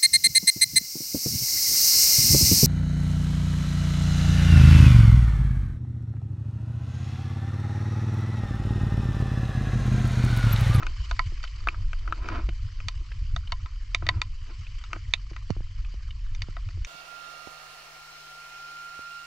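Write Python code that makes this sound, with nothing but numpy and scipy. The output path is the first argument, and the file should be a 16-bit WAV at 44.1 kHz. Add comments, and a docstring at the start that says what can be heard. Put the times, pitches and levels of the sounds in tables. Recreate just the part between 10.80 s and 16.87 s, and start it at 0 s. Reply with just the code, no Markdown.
"""Sharp plastic ticks, rubbing and bumps, over rumbling wind and rain on a muddy swamp.
Drops and slipping fingers tick on a small hand-held camera and make its plastic housing ring.
The hand also rubs and bumps the housing, and wind pushes on its two microphone openings (ports).
Behind that, bubbles burst in the puddles and rain hisses on mud, water and leaves."""
import sys
import numpy as np
from scipy import signal
from scipy.io import wavfile
from scipy.ndimage import uniform_filter1d

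SR = 44100
rng = np.random.default_rng(int(sys.argv[2]) if len(sys.argv) > 2 else 0)


def to_wav(sig):
    """Store sig (one row per channel, or 1-D mono) as 16-bit WAV at the path in sys.argv[1].

    Samples outside -1..1 are clipped; the rate is SR.
    """
    pcm = np.clip(np.atleast_2d(sig), -1, 1) * 32767
    pcm = np.round(pcm).astype(np.int16)
    wavfile.write(sys.argv[1], SR, pcm.T)  # frames by channels


N = 267687

# The housing's modes, the tones it rings at. Each row: pitch in Hz, level in dB, seconds to fade
# by 60 dB, dB gained per dB of ring in the loose panel, lean to the left in dB.
HOUSING_MODES = [(324.4, -15, 0.062, 0.5, -0.5), (695.5, 3.5, 0.039, 1.6, -3), (1024, 8, 0.087, 3.5, -5.5),
                 (1310, 8, 0.021, 1.5, 4.5), (1450, 3.5, 0.016, 1, 6.5), (1974, 4.5, 0.036, 2.7, 5.5),
                 (2203, 3, 0.032, 2.6, -5.5), (2400, 19, 0.0052, 0.5, -1.5), (2900, -3.5, 0.023, 2.6, 6.5),
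                 (3700, 6.5, 0.01, 1.78, -4), (4500, 3, 0.015, 2.5, -4), (5610, -3.5, 0.014, 2, 0.5),
                 (6070, 0.5, 0.0039, 1.5, 3)]
# Pitches in Hz sort the modes into six families: low, ringing, hollow, middle, snapping, bright.
FAMILY = np.searchsorted([900, 1100, 1700, 2300, 2600], np.transpose(HOUSING_MODES)[0])


def housing_ticks(modes):
    """Drops and finger slips strike the housing; a harder hit wakes more of its high tones."""
    # Each row: start in seconds, strength in dB, hardness in dB, ring of the loose panel in dB,
    # pitch the struck spot favours in Hz, pitch the grip mutes in Hz, lean to the left in dB.
    hits = [(0.0254, -31.5, -18, -4, 1060, 1450, -0.5), (0.0315, -38.5, -2, -6, 2060, 1026, 1),
            (0.0673, -25.5, 6, -17.5, 1535, 2290, 5), (0.312, -30, -4, -4.5, 980, 2150, -0.5),
            (0.393, -34, -7, 1.5, 2160, 730, -1.5), (0.631, -59.5, 6.5, -3, 4500, 1300, -6),
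            (0.6394, -44, 3.5, -4, 1460, 3700, 3.5), (0.8724, -27.5, -11.5, -3.5, 1242, 2280, 0.5),
            (0.8866, -19, -2.5, -14, 2580, 696, 1.5), (0.945, -44, -20, -3, 1210, 700, -2),
            (1.132, -36, -1, -9, 1450, 3700, 3.5), (1.277, -39, -11, -3, 1150, 704, 3),
            (1.3245, -27, -8, -8, 1283, 700, 1), (1.4875, -34.5, -3.5, -5, 1364, 3700, 4),
            (1.691, -33.5, -3.5, -9.5, 2900, 1250, 0), (2.003, -43, -1, -8.5, 2550, 3700, 4),
            (2.0848, -45, 9.5, -3, 4890, 1820, 0.5), (2.563, -37, 3.5, -5.5, 670, 2330, 0.5),
            (2.721, -48.5, 0, 4.5, 2900, 1890, 2.5), (2.8598, -45.5, -7, -2, 2080, 700, 2.5),
            (3.1475, -37.5, 7.5, -3, 4700, 4500, -3), (3.2234, -38, -29, -2, 1070, 1450, -1),
            (3.2667, -40.5, -1, -1, 2000, 1120, 2), (3.2894, -32.5, 2.5, 0.5, 5100, 5600, 2),
            (3.417, -34.5, 3.5, -3, 4220, 720, 1), (4.039, -56, 2, -1.5, 1370, 710, 0),
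            (4.1317, -32, 0.5, -8.5, 1320, 3700, 0.5), (4.3375, -31.5, 9.5, -9, 3800, 5300, -3),
            (4.5641, -43.5, -3.5, -3.5, 1950, 700, 2), (4.7042, -69.5, 15, 0.5, 5240, 3700, -0.5),
            (5.5492, -58, 7, -3.5, 6000, 1960, 2), (5.62, -60.5, 11.5, 1, 2160, 1310, 0),
            (5.7674, -39.5, -7.5, -6, 1900, 4500, 3.5), (5.889, -33, 2, -19.5, 1780, 2400, 0),
            (6.0482, -59, 20, -11, 5870, 2600, 0.5)]
    family_db = np.array([-1, -2, 4.5, 5.0, 0.5, 8.5])  # Each entry: one family's level in dB.
    hard_share = np.array([-0.077, 0.35, 0.042, 0.59, 1.39, 1.485])  # Each entry: the dB one family gains per dB of hardness.
    t, out = np.arange(1400) / SR, np.zeros((2, N))
    hz, _, _, panel, _ = np.transpose(HOUSING_MODES)
    samples = np.arange(modes.shape[-1])
    spot_cycles = 18  # the struck spot's own ring fades by 60 dB in this many cycles
    for start, db, hard_db, panel_db, spot_hz, mute_hz, pan_db in hits:
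        force = contact_force(t, db + max(hard_db, 0))
        struck_db = db + (family_db + hard_db * hard_share)[FAMILY]
        lift_db = 4.5 * near_pitch(hz, spot_hz, octaves=0.097)
        mute_db = -13.5 * near_pitch(hz, mute_hz, octaves=0.13)
        scatter_db = rng.standard_normal((2, len(hz)))
        mode_gain = amp(struck_db + panel_db * panel + lift_db + mute_db + scatter_db)
        ring = (mode_gain.T[:, :, None] * modes).sum(0)
        detune = 1 + 0.004 * rng.standard_normal()  # the grip shifts all modes a little
        ring = np.array([np.interp(samples * detune, samples, port) for port in ring])
        spot_db = np.interp(spot_hz, hz, struck_db) + min(panel_db, 0) + 8
        spot_fade = amp(spot_db - 60 * t * spot_hz / spot_cycles)
        ring[:, :len(t)] += spot_fade * np.sin(2 * np.pi * spot_hz * t)
        ring[:, :2] += amp(db + hard_db - 16) * np.array([1, -1])  # the click of the contact itself
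        add(out, start - 0.0004, amp(-4.5) * sides(pan_db) * signal.fftconvolve(ring, force[None]))
    return out


def contact_force(t, firmness_db):
    """One sharp touch, then ragged chatter and rattling seams; weak hits chatter longer."""
    firm_db, rattle_s = -33.5, 0.0093
    chatter_s = 0.0022 * amp(0.29 * max(firm_db - firmness_db, 0))
    touch = np.exp(-((t - 0.0003) / 0.000028) ** 2)
    ragged = rng.standard_normal(len(t)) * np.minimum(t / 0.00038, 1)
    chatter = 0.14 * np.exp(-t / chatter_s)
    rattle = amp(-32) * np.exp(-t / rattle_s)
    force = touch + ragged * (chatter + rattle)
    return force / np.linalg.norm(force)


def housing_rings():
    """Each mode answers a blow with a dry crack, then a thinner ring, out of step at the two ports."""
    t = np.arange(4000) / SR
    hz, db, fade_s, _, lean_db = np.transpose(HOUSING_MODES)[:, :, None, None]
    phase = 0.34 * np.cos(np.pi * np.arange(len(hz)))[:, None, None] * [[1], [-1]]
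    lean = amp(lean_db / 2 * [[1], [-1]])
    onset = 1 - np.exp(-t * hz * 0.56)
    crack = 1 + 3.01 * np.exp(-t * hz / 7)
    return lean * onset * crack * amp(db - 60 * t / fade_s) * np.sin(2 * np.pi * hz * t + phase)


def hand_rub(modes):
    """Skin sticks and slips, a grainy force that rings the housing while the hand damps it."""
    # Each row: strongest moment in seconds, level in dB, swell in seconds, fade in seconds.
    strokes = [(0.01, -44.5, 0.085, 0.15), (.92, -55, 0.21, 0.19), (1.29, -55, 0.086, 0.078),
               (1.556, -37.5, 0.24, 0.11), (3.23, -52, 0.021, 0.23), (3.37, -53, 0.14, 0.059),
               (3.7, -52, 0.055, 0.052), (4.163, -45, 0.071, 0.015)]
    family_db = [-4, -7, -0.5, -13.5, -8.5, -13]  # Each entry: one family's level in dB when rubbed.
    damping_s, pitch_wobble = 0.085, 0.025
    level = sum(stroke_level(*row) for row in strokes)
    grain_db = 3.8 * np.minimum(rng.exponential(1, N // 64 + 1), 2.5)
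    slips = rng.standard_normal((2, N)) * amp(np.repeat(grain_db, 64)[:N])
    shell = (amp(family_db)[FAMILY][:, None, None] * modes).sum(0)
    damping = amp(-60 * np.arange(shell.shape[1]) / SR / damping_s)
    shell = shell * damping + amp(17) * modes[0]  # the lowest mode rings on
    ring = signal.oaconvolve(level * unit_level(slips[:1]), shell, axes=1)[:, :N]
    # The changing grip bends the pitch.
    grip = unit_level(uniform_filter1d(uniform_filter1d(rng.standard_normal(N), size=900), size=900))
    drift = np.cumsum(pitch_wobble * grip)
    bent_samples = np.arange(N) + drift - uniform_filter1d(drift, size=4000)
    ring = np.array([np.interp(bent_samples, np.arange(N), port) for port in ring])
    palm_band = signal.butter(2, [120, 400], "band", fs=SR)
    palm_shove = signal.lfilter(*palm_band, level * unit_level(slips[1]))
    return amp(-28.5) * ring + amp(13) * palm_shove


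def stroke_level(top_s, db, swell_s, fade_s):
    """One stroke of the skin swells to its top and fades."""
    t = np.arange(N) / SR - top_s
    return amp(db - 24.5 * np.where(t < 0, -t / swell_s, t / fade_s) ** 1.18)


def hand_bumps(modes):
    """A push drops quickly in pitch as bending waves spread, and the lowest mode knocks."""
    # Each row: start in seconds, push in dB, knock in dB, lean to the left in dB.
    bumps = [(0.522, -39, -33.5, 1), (1.688, -27, -27, 0.5), (2.209, -50.5, -37.5, 1),
             (3.225, -36, -23.5, 2), (4.514, -36.5, -29, 1.5), (4.7001, -30.5, -56, -14),
             (4.7045, -16.5, -40, -11), (4.766, -32.5, -31, 1), (4.806, -35, -46, -11),
             (5.142, -40.5, -50, -11), (5.686, -34.5, -42, -13.5), (5.975, -43.5, -36, -1)]
    t, out = np.arange(4000) / SR, np.zeros((2, N))
    hz = 40 + 130 * np.exp(-t / 0.015) + 1100 * np.exp(-t / 0.00062)
    push = -glide(hz) * (hz / 130) ** -0.3 * amp(-60 * t / 0.099)
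    for start, push_db, knock_db, pan_db in bumps:
        add(out, start, sides(pan_db) * (amp(push_db) * push + amp(knock_db) * modes[0]))
    return out


def wind():
    """Lumpy air pressure rumbles and flutters, nearly the same on both ports."""
    # Each row: time in seconds, deep rumble in dB, flutter in dB.
    gusts = [(0.0, -31.5, -40), (0.45, -25.5, -38.5), (0.68, -33, -45), (1.0, -27.5, -33),
             (1.15, -28.5, -43), (1.49, -29, -33.5), (2.3, -32.5, -42), (2.55, -24.5, -34),
             (3.01, -32.5, -47), (3.28, -29.5, -27.5), (3.69, -33, -44), (4.18, -35.5, -39),
             (4.68, -35, -38), (5.02, -30, -43), (6.07, -34, -40)]
    # The tone colours of the two layers. Each row: pitch in Hz, relative level in dB.
    rumble_colour = [(8, -12), (18, 5), (33, 5), (52, 1.5), (68, -13), (120, -84)]
    flutter_colour = [(45, -51.5), (68, -2), (97, 11.5), (120, -18), (145, -25.5), (220, -27), (700, -63.5)]
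    rumble_gain, flutter_gain = gain_curves(gusts)
    rumble = noise(rumble_colour, lambda hz: 1, size=4096, patchy_db=1, flicker_db=1.7)
    flutter = noise(flutter_colour, lambda hz: 1.015 - hz / 4000, size=2048, patchy_db=0.5, flicker_db=4)
    return rumble_gain * rumble + flutter_gain * flutter


def puddle_bubbles():
    """A bubble's pitch rises as it nears the surface, more for big, low ones; spray roughens it."""
    # Each row: start in seconds, level in dB, starting pitch in Hz.
    bursts = [(0.647, -39, 3030), (0.674, -42, 3020), (2.316, -44, 1290), (2.673, -42, 2980),
              (3.866, -42.5, 2400), (4.532, -46, 1530), (5.046, -48, 2340), (5.306, -43, 2920)]
    steady_hz = 3570  # bubbles above this pitch do not rise
    progress, out = np.arange(600) / 600, np.zeros((2, N))
    swell = np.sin(np.pi * progress ** 0.43) ** 2
    for start, db, hz in bursts:
        spray = 1 + 4 * signal.lfilter(*signal.butter(2, 1100, fs=SR), rng.standard_normal(len(swell)))
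        rise_octaves = 0.94 * max(np.log2(steady_hz / hz), 0) ** 2
        add(out, start, amp(db) * spray * swell * glide(hz * 2 ** (rise_octaves * progress)))
    return out


def rain():
    """Far rain blurs into a hiss; each nearer drop rings a small bubble for a few cycles."""
    # Each row: time in seconds, level of the rain in dB.
    levels = [(0.0, -55), (0.25, -49.5), (1.1, -55.5), (3.45, -56.5), (3.75, -54), (5.32, -58),
              (6.07, -55.5)]
    # The hiss as the hollows of the ports colour it. Each row: pitch in Hz, relative level in dB.
    colour = [(300, -13), (880, -20.5), (1020, -4), (1500, -9), (2290, -3.5), (2700, -8), (3050, 0),
              (3300, -11.5), (3900, -11.5), (4650, -4.5), (5500, -11), (7850, -18), (8400, -28.5),
              (12000, -41)]
    # Each row: pitch in Hz, how alike left and right are (1 means the same).
    likeness = [(240, 0.47), (470, 0.062), (3700, 0.73)]
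    drops_per_s = 90
    hiss = noise(colour, lambda hz: at_pitch(likeness, hz), size=512, patchy_db=2, flicker_db=1.5)
    t, drops = np.arange(500) / SR, np.zeros((2, N))
    strength = amp(2 * np.minimum(rng.exponential(1, N), 4))
    impacts = strength * (rng.random(N) < drops_per_s / SR)
    pitch_index = rng.integers(0, 16, N)
    onset = 1 - np.exp(-t / 0.0013)
    for k, hz in enumerate(np.geomspace(1100, 7000, num=16)):
        plip = onset * np.sin(2 * np.pi * hz * t * (1 + 12 * t)) * np.exp(-t * hz / 2.5)
        plips = signal.oaconvolve(impacts * (pitch_index == k), plip)[:N]
        drops += sides(pan_db=3) * amp(0.35 * at_pitch(colour, hz)) * plips
    return gain_curves(levels)[0] * (hiss + amp(-10.5) * unit_level(drops))


def noise(colour, likeness, size, patchy_db, flicker_db):
    """Left and right noise that wavers in small patches of pitch and flickers as a whole."""
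    hop = size // 4
    frames, hz = N // hop + 5, np.fft.rfftfreq(size, 1 / SR)
    a, b, c, d, patches = rng.standard_normal((frames, len(hz), 5)).T
    patches = unit_level(uniform_filter1d(uniform_filter1d(patches, size=6, axis=0), size=8, axis=1))
    flicker = unit_level(uniform_filter1d(rng.exponential(1, frames) - 1, size=3))
    alike = np.clip(likeness(hz[:, None]), -1, 1)
    left = a + 1j * b
    right = alike * left + np.sqrt(1 - alike ** 2) * (c + 1j * d)
    gain = amp(at_pitch(colour, hz)[:, None] + patchy_db * patches + flicker_db * flicker)
    _, sound = signal.istft(gain * np.array([left, right]), nperseg=size, noverlap=size - hop)
    return unit_level(sound[:, :N])


def amp(db):
    """Turns decibels into a gain."""
    return 10 ** (np.asarray(db) / 20)


def unit_level(x):
    """Scales a signal to an average power of 1."""
    return x / np.sqrt(np.mean(x ** 2) + 1e-20)


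def glide(hz):
    """A tone that follows a changing pitch."""
    return np.sin(2 * np.pi * np.cumsum(hz) / SR)


def near_pitch(hz, centre_hz, octaves):
    """A bell curve: 1 at the centre pitch, falling to 0 away from it."""
    return np.exp(-(np.log2(hz / centre_hz) / octaves) ** 2)


def at_pitch(rows, hz):
    """Reads between a table's rows, with octaves evenly spaced."""
    row_hz, value = np.transpose(rows)
    return np.interp(np.log(hz + 1), np.log(row_hz + 1), value)


def gain_curves(rows):
    """Turns dB columns over time into gains at every sample, silent outside the rows."""
    seconds, *columns = np.transpose(rows)
    return [amp(np.interp(np.arange(N) / SR, seconds, db, left=-200, right=-200)) for db in columns]


def add(mix, start_s, sound):
    """Mixes a sound in at its start time."""
    part = mix[..., round(start_s * SR):][..., :sound.shape[-1]]
    part += sound[..., :part.shape[-1]]


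def sides(pan_db):
    """Left and right gains; positive leans left."""
    return amp([[pan_db / 2], [-pan_db / 2]])


def scene():
    """All sources at the two ports."""
    modes = housing_rings()
    return housing_ticks(modes) + hand_rub(modes) + hand_bumps(modes) + puddle_bubbles() + wind() + rain()


def record(dry):
    """The microphones soften the treble, gain control dips after loud ticks, and the top is cut off."""
    soften_hz, cutoff_hz = 8200, 12800
    threshold_db, recovery_db_per_s, dip_share = -21, 9.7, 0.2
    heard = signal.lfilter(*signal.butter(3, soften_hz, fs=SR), dry)
    power_db = 10 * np.log10(abs(uniform_filter1d((heard ** 2).mean(0), size=130)) + 1e-12)
    fall_db = np.arange(N) * recovery_db_per_s / SR
    held_db = np.maximum.accumulate(power_db + fall_db) - fall_db  # jumps to each peak, then sinks
    over_db = np.maximum(held_db - threshold_db, 0)
    late_db = uniform_filter1d(np.roll(over_db, shift=260), size=200)  # reacts after the tick has passed
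    treble_cut = signal.firwin(511, cutoff_hz, window=("kaiser", 9), fs=SR)
    return signal.oaconvolve(heard / amp(dip_share * late_db), treble_cut[None], "same")


dry = scene()
out = record(dry)
to_wav(out)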